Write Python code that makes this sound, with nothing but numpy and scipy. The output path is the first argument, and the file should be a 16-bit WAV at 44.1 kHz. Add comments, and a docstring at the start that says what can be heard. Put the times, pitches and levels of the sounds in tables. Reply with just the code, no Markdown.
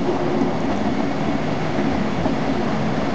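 """Railway yard, from the platform: a diesel locomotive rolls slowly through, heard on a small microphone.
Uneven firings and noise drive the engine's throbbing drone resonances, over a broad rumble of shaped noise.
Wheels and rails roar and ring faintly as flickering noise and narrow modes, with air hissing above.
Wheels thump and knock over rail joints, and a few small dry ticks sound close by: both are decaying modes."""
import sys
import numpy as np
from scipy import signal
from scipy.fft import rfft, irfft
from scipy.io import wavfile

SR = 44100
rng = np.random.default_rng(int(sys.argv[2]) if len(sys.argv) > 2 else 0)


def store_wav(level_fs):
    """Save 16-bit WAV to argv[1]."""
    pcm = np.round(np.clip(np.atleast_2d(level_fs), -1, 1) * 32767)
    wavfile.write(sys.argv[1], SR, pcm.T.astype(np.int16))


N = 138474  # length in samples


def from_db(db):
    """Amplitude gain of a level in dB."""
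    return 10 ** (np.asarray(db) / 20)


def rms_one(x):
    """Scale to rms 1."""
    return x / np.sqrt(np.mean(x ** 2) + 1e-20)


def in_time(rows):
    """Columns of a curve table after its t/s, interpolated to one value per sample."""
    s, *columns = np.transpose(rows)
    return [np.interp(np.arange(N) / SR, s, column) for column in columns]


def drift(rate_hz):
    """Slow random wander with spread about 1: noise through two equal poles at rate_hz."""
    step = 40  # samples between wander points
    pole = np.exp(-2 * np.pi * rate_hz * step / SR)
    noise = rng.standard_normal(N // step + 2002)
    slow = signal.lfilter([1], [1, -2 * pole, pole ** 2], noise)[2000:]  # settled part only
    return np.interp(np.arange(N) / step, np.arange(len(slow)), rms_one(slow - slow.mean()))


def resonance(x, hz, width_hz):
    """Two-pole resonance, scaled to rms 1."""
    radius = np.exp(-np.pi * width_hz / SR)
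    poles = [1, -2 * radius * np.cos(2 * np.pi * hz / SR), radius ** 2]
    return rms_one(signal.lfilter([1, 0, -1], poles, x))


def double_resonance(x, hz, width_hz):
    """The same resonance passed twice, for steeper flanks."""
    return resonance(resonance(x, hz, width_hz), hz, width_hz)


def coloured(spectrum, patchy_db, shared):
    """Noise of a given spectrum; quarter-octave bands flicker partly alone, partly together; rms 1."""
    hz, db = np.transpose(spectrum)
    f = np.maximum(np.arange(N // 2 + 1) * SR / N, 1.0)
    shaped = from_db(np.interp(np.log(f), np.log(hz), db)) * rfft(rng.standard_normal(N))
    out = 0
    for centre in np.arange(np.log2(hz[0]), np.log2(hz[-1]) + 0.2, 0.25):  # octaves
        offset = np.clip((np.log2(f) - centre) * 4, -1, 1)
        window = np.cos(np.pi / 2 * offset) ** 2
        flicker = from_db(patchy_db * (shared + drift(26)))
        out = out + irfft(shaped * window, N) * flicker
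    return rms_one(out)


def strike(times, levels_db, modes, contact_s):
    """Modes swell during a short contact and ring out, each blow with its own strengths and phases."""
    out = np.zeros(N)
    for hz, mode_db, t60 in modes:
        draws = rng.standard_normal((len(times), 2))
        for s, db, (vary, turn) in zip(times, levels_db, draws):
            t = np.arange(int(t60 * SR)) / SR
            rise = np.sin(np.pi / 2 * np.minimum(t / contact_s, 1)) ** 2
            envelope = rise * from_db(-60 * t / t60)
            level = from_db(db + mode_db + 1.7 * vary)
            start = int(s * SR)
            tone = np.sin(2 * np.pi * (hz * t + turn))
            out[start:start + len(t)] += level * envelope / envelope.max() * tone
    return out


def held(x):
    """A drone resonance whose random beating is partly held level: divided by a power of its envelope."""
    evenness = 0.5  # share of the beating taken out
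    return rms_one(x / (np.abs(signal.hilbert(x)) + 0.18) ** evenness)


# Exhaust and body resonances of the engine, f/Hz
DRONE_HZ = [50, 75, 147, 220, 275, 354]
# Nominal width of each resonance, width/Hz; each of its two filter passes is twice as wide
DRONE_WIDTH_HZ = [16, 30, 32, 30, 12, 14]
# Throbbing of the engine drone: t/s, then level/dB of each of the six resonances, before DRONE_SHARE_DB
DRONE_LEVELS = [(0.03, -51, -45.5, -40.5, -30, -27.5, -29), (0.11, -60.5, -49, -33.5, -36, -37, -20.5),
                (0.17, -49, -41, -44.5, -42.5, -27, -34.5), (0.23, -50, -48, -32.5, -33.5, -33.5, -26.5),
                (0.46, -49, -38.5, -36.5, -27, -26, -28), (0.54, -59, -43, -31, -36, -34.5, -34.5),
                (0.72, -43.5, -37, -38.5, -28, -25, -40), (0.77, -56.5, -42, -36, -33, -36, -38),
                (0.89, -49, -37.5, -43.5, -24.5, -24.5, -37.5), (1.12, -60, -46, -38, -35, -29.5, -35),
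                (1.2, -47, -51, -31, -33, -37, -39.5), (1.3, -55, -36, -38, -29, -28, -46),
                (1.66, -44, -48.5, -31, -39, -32, -36), (1.77, -54, -38, -32.5, -29, -28, -31.5),
                (1.82, -46, -47.5, -32, -32, -33, -27), (1.86, -57, -52, -31.5, -26, -26, -44),
                (1.94, -48, -29, -40, -29.5, -29.5, -35.5), (2.01, -57, -38.5, -30, -27, -45, -34),
                (2.09, -52, -51, -33.5, -31, -40, -37), (2.22, -48, -32, -26.5, -38, -34, -40),
                (2.29, -39.5, -39, -37, -30, -31.5, -37), (2.42, -50, -42, -29, -30, -33.5, -36),
                (2.51, -41, -42, -42, -30.5, -25, -39), (2.59, -40, -40, -37, -25.5, -37, -28.5),
                (2.74, -48, -52, -34, -28, -33.5, -58), (2.82, -49, -45, -27.5, -29.5, -40, -41),
                (3.08, -52, -37, -35, -28.5, -27, -37), (3.1, -39, -44, -41, -30.5, -31, -39)]
DRONE_SHARE_DB = 1  # added to every drone level
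# Spectrum of the broad engine rumble: f/Hz, relative level/dB per Hz
RUMBLE_SPECTRUM = [(15, -31), (25, -17), (36, -20), (49, -20), (97, -7.5), (210, 5), (284, -5), (330, 4),
                   (450, -11.5), (580, -49.5), (990, -120)]
RUMBLE_DB = -29.5  # rms level
FIRINGS_PER_S, FIRING_JITTER = 69, 0.45  # mean rate, timing spread in firing periods
FIRING_SPREAD_DB, FIRING_NOISE = 3, 1.2  # strength spread, noise rms against firings of rms 1


def engine():
    """Uneven firings and exhaust turbulence drive the drone resonances over a broad rumble."""
    draws = rng.standard_normal((400, 2))
    at = (np.arange(400) + FIRING_JITTER * draws[:, 0]) / FIRINGS_PER_S
    keep = (at >= 0) & (at < N / SR)
    firings = np.zeros(N)
    firings[(at[keep] * SR).astype(int)] = from_db(FIRING_SPREAD_DB * draws[keep, 1])
    firings = rms_one(firings)
    out = from_db(RUMBLE_DB) * coloured(RUMBLE_SPECTRUM, patchy_db=-0.5, shared=0)
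    signs = [-1, 1, -1, 1, -1, 1]  # polarity of the firings into each resonance
    for sign, hz, width, db in zip(signs, DRONE_HZ, DRONE_WIDTH_HZ, in_time(DRONE_LEVELS)):
        drive = sign * firings + FIRING_NOISE * rng.standard_normal(N)
        out += from_db(db + DRONE_SHARE_DB) * held(double_resonance(drive, hz, 2 * width))
    return out


# Wavering of wheels and air: t/s, roar level/dB, ring level/dB, hiss level/dB, before the trims
ROLLING_LEVELS = [(0.0, -26, -41.5, -45.5), (0.22, -25, -39.5, -47), (0.45, -25, -41, -47.5),
                  (0.67, -25.5, -39, -47), (0.9, -27, -38.5, -46), (1.12, -27, -37.5, -46.5),
                  (1.35, -26.5, -38, -46.5), (1.57, -27, -37.5, -45.5), (1.79, -25.5, -35, -44.5),
                  (2.02, -26, -37, -45.5), (2.24, -25.5, -38, -46), (2.47, -25.5, -37.5, -44.5),
                  (2.69, -25, -36, -45), (2.92, -25, -37, -45), (3.14, -24.5, -37, -45)]
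ROAR_TRIM_DB, RING_TRIM_DB, HISS_TRIM_DB = -2.45, 1.25, 3.6
# Spectrum of the roar of wheels on rails: f/Hz, relative level/dB per Hz
ROAR_SPECTRUM = [(240, -33.5), (400, -5), (451, -4.5), (743, -3.5), (1250, -15), (1620, -28.5),
                 (2750, -120)]
# Spectrum of the ring of wheels and rails: f/Hz, relative level/dB per Hz
RING_SPECTRUM = [(710, -14.5), (1200, 3), (1780, 4), (2200, 2), (2470, -2.5), (2800, -9.5), (3640, -40.5),
                 (6160, -120)]
# Spectrum of the air hiss: f/Hz, relative level/dB per Hz
HISS_SPECTRUM = [(1590, -34.5), (2700, 3), (3470, 1.5), (3770, -1), (4230, -1), (5500, -5), (6710, -10.5),
                 (7500, -18), (8000, -23.5), (8300, -28), (8600, -35), (8900, -35), (9300, -39)]
# Modes in which the wheels sing, f/Hz
WHEEL_HZ = [655, 730, 1970, 2205, 2850, 3430, 4240, 4865, 6650]
# The same modes: nominal width/Hz (each of two filter passes is 1.5 times as wide), level/dB before waver
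WHEEL_MODES = [(55, -40), (60, -40.5), (90, -49.5), (50, -50), (70, -57), (45, -56.5), (130, -62),
               (100, -62), (220, -63)]
WHEEL_WAVER_DB = 2  # spread of each mode's slow wander


def rolling():
    """Wheels roar on the rails and sing faintly in their modes; air hisses above."""
    roar_db, ring_db, hiss_db = in_time(ROLLING_LEVELS)
    shared = 0.9 * drift(25)  # flicker common to roar, ring and hiss
    roar = from_db(roar_db + ROAR_TRIM_DB) * coloured(ROAR_SPECTRUM, patchy_db=0.64, shared=shared)
    ring = from_db(ring_db + RING_TRIM_DB) * coloured(RING_SPECTRUM, patchy_db=0.7, shared=shared)
    hiss = from_db(hiss_db + HISS_TRIM_DB) * coloured(HISS_SPECTRUM, patchy_db=0.55, shared=shared)
    out = roar + ring + hiss
    for hz, (width, db) in zip(WHEEL_HZ, WHEEL_MODES):
        mode = double_resonance(rng.standard_normal(N), hz, 1.5 * width)
        out += from_db(db + WHEEL_WAVER_DB * drift(2.5)) * mode
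    return out


# Wheels over rail joints: t/s, thud level/dB, knock over thud level/dB,
# swell of engine and rolling level/dB (zero or below: no swell)
JOINTS = [(0.407, -15, -6.5, 2), (0.699, -10, -11, 3), (1.001, -12, -6.5, -10), (1.205, -10, -14, 0),
          (1.283, -9, -13, 0.5), (1.33, -15, -16, 0), (1.491, -12.5, -15, -2), (1.947, -12, -8, -4),
          (2.253, -8.5, -9.5, 2), (2.682, -15.5, -6, -2)]
# Dull thud of a joint: f/Hz, relative level/dB, decay by 60 dB t/s
THUD_MODES = [(244.6, -6, 0.021), (297.4, -13.5, 0.18)]
# Brighter knock of a joint: f/Hz, relative level/dB, decay by 60 dB t/s
KNOCK_MODES = [(637, -10, 0.078), (840, -1.5, 0.014), (1063, -9, 0.02)]
JOINT_CONTACT_S = 0.009  # rise time of a blow


def joints():
    """Each rail joint sets off low thud modes and higher knock modes together."""
    s, thud_db, knock_db, _ = np.transpose(JOINTS)
    thuds = strike(s, thud_db, THUD_MODES, JOINT_CONTACT_S)
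    knocks = strike(s, thud_db + knock_db, KNOCK_MODES, JOINT_CONTACT_S)
    return thuds + knocks


def swells():
    """Gain of engine and rolling, which rise for a moment at some rail joints."""
    length_s = 0.035
    t = np.arange(N) / SR
    rise_db = np.zeros(N)
    for s, _, _, db in JOINTS:
        rise_db += max(db, 0) * np.sin(np.pi * np.clip((t - s) / length_s, 0, 1))
    return from_db(rise_db)


# Small dry ticks close by: t/s, level/dB
TICKS = [(0.4115, -30.5), (0.6038, -31), (0.6534, -36), (0.7617, -33), (0.775, -33), (1.0425, -43.5),
         (1.1994, -40)]
# Modes of a tick: f/Hz, relative level/dB, decay by 60 dB t/s
TICK_MODES = [(5760, -6.5, .011), (6150, -9.5, 0.0087), (6620, -10.5, 0.016), (7140, -14, .011),
              (7800, -24, .009), (8430, -31, .009)]
TICK_CONTACT_S = 0.0011  # rise time of a blow


def ticks():
    """Brief contacts set off high modes that die within hundredths of a second."""
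    s, db = np.transpose(TICKS)
    return strike(s, db, TICK_MODES, TICK_CONTACT_S)


def scene():
    """Everything reaches one microphone."""
    train = (engine() + rolling()) * swells()
    return (train + joints() + ticks())[None]


BASS_CUT_HZ, CUTOFF_HZ = 30, 9300  # high-pass corner, low-pass stopband edge
GAIN_SENSE_S, GAIN_SHARE, GAIN_AIM_DB = 0.08, 0.15, -21  # sensing time, share of a swing taken back, aim
OFFSET = -0.0495  # constant, of full scale


def record(dry):
    """Deep bass is lost, gain ducks after loud moments, the top is cut; the converter sits below zero."""
    thin = signal.sosfilt(signal.butter(2, BASS_CUT_HZ, "high", fs=SR, output="sos"), dry)
    memory = np.exp(-1 / (GAIN_SENSE_S * SR))
    start = [[from_db(2 * GAIN_AIM_DB)]]  # sensing starts near the aim
    power = signal.lfilter([1 - memory], [1, -memory], thin ** 2, zi=start)[0]
    excess_db = 10 * np.log10(power + 1e-9) - GAIN_AIM_DB
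    even = thin * from_db(-GAIN_SHARE * excess_db)
    low_pass = signal.cheby2(14, 50, CUTOFF_HZ, fs=SR, output="sos")
    return signal.sosfilt(low_pass, even) + OFFSET


dry = scene()
out = record(dry)
store_wav(out)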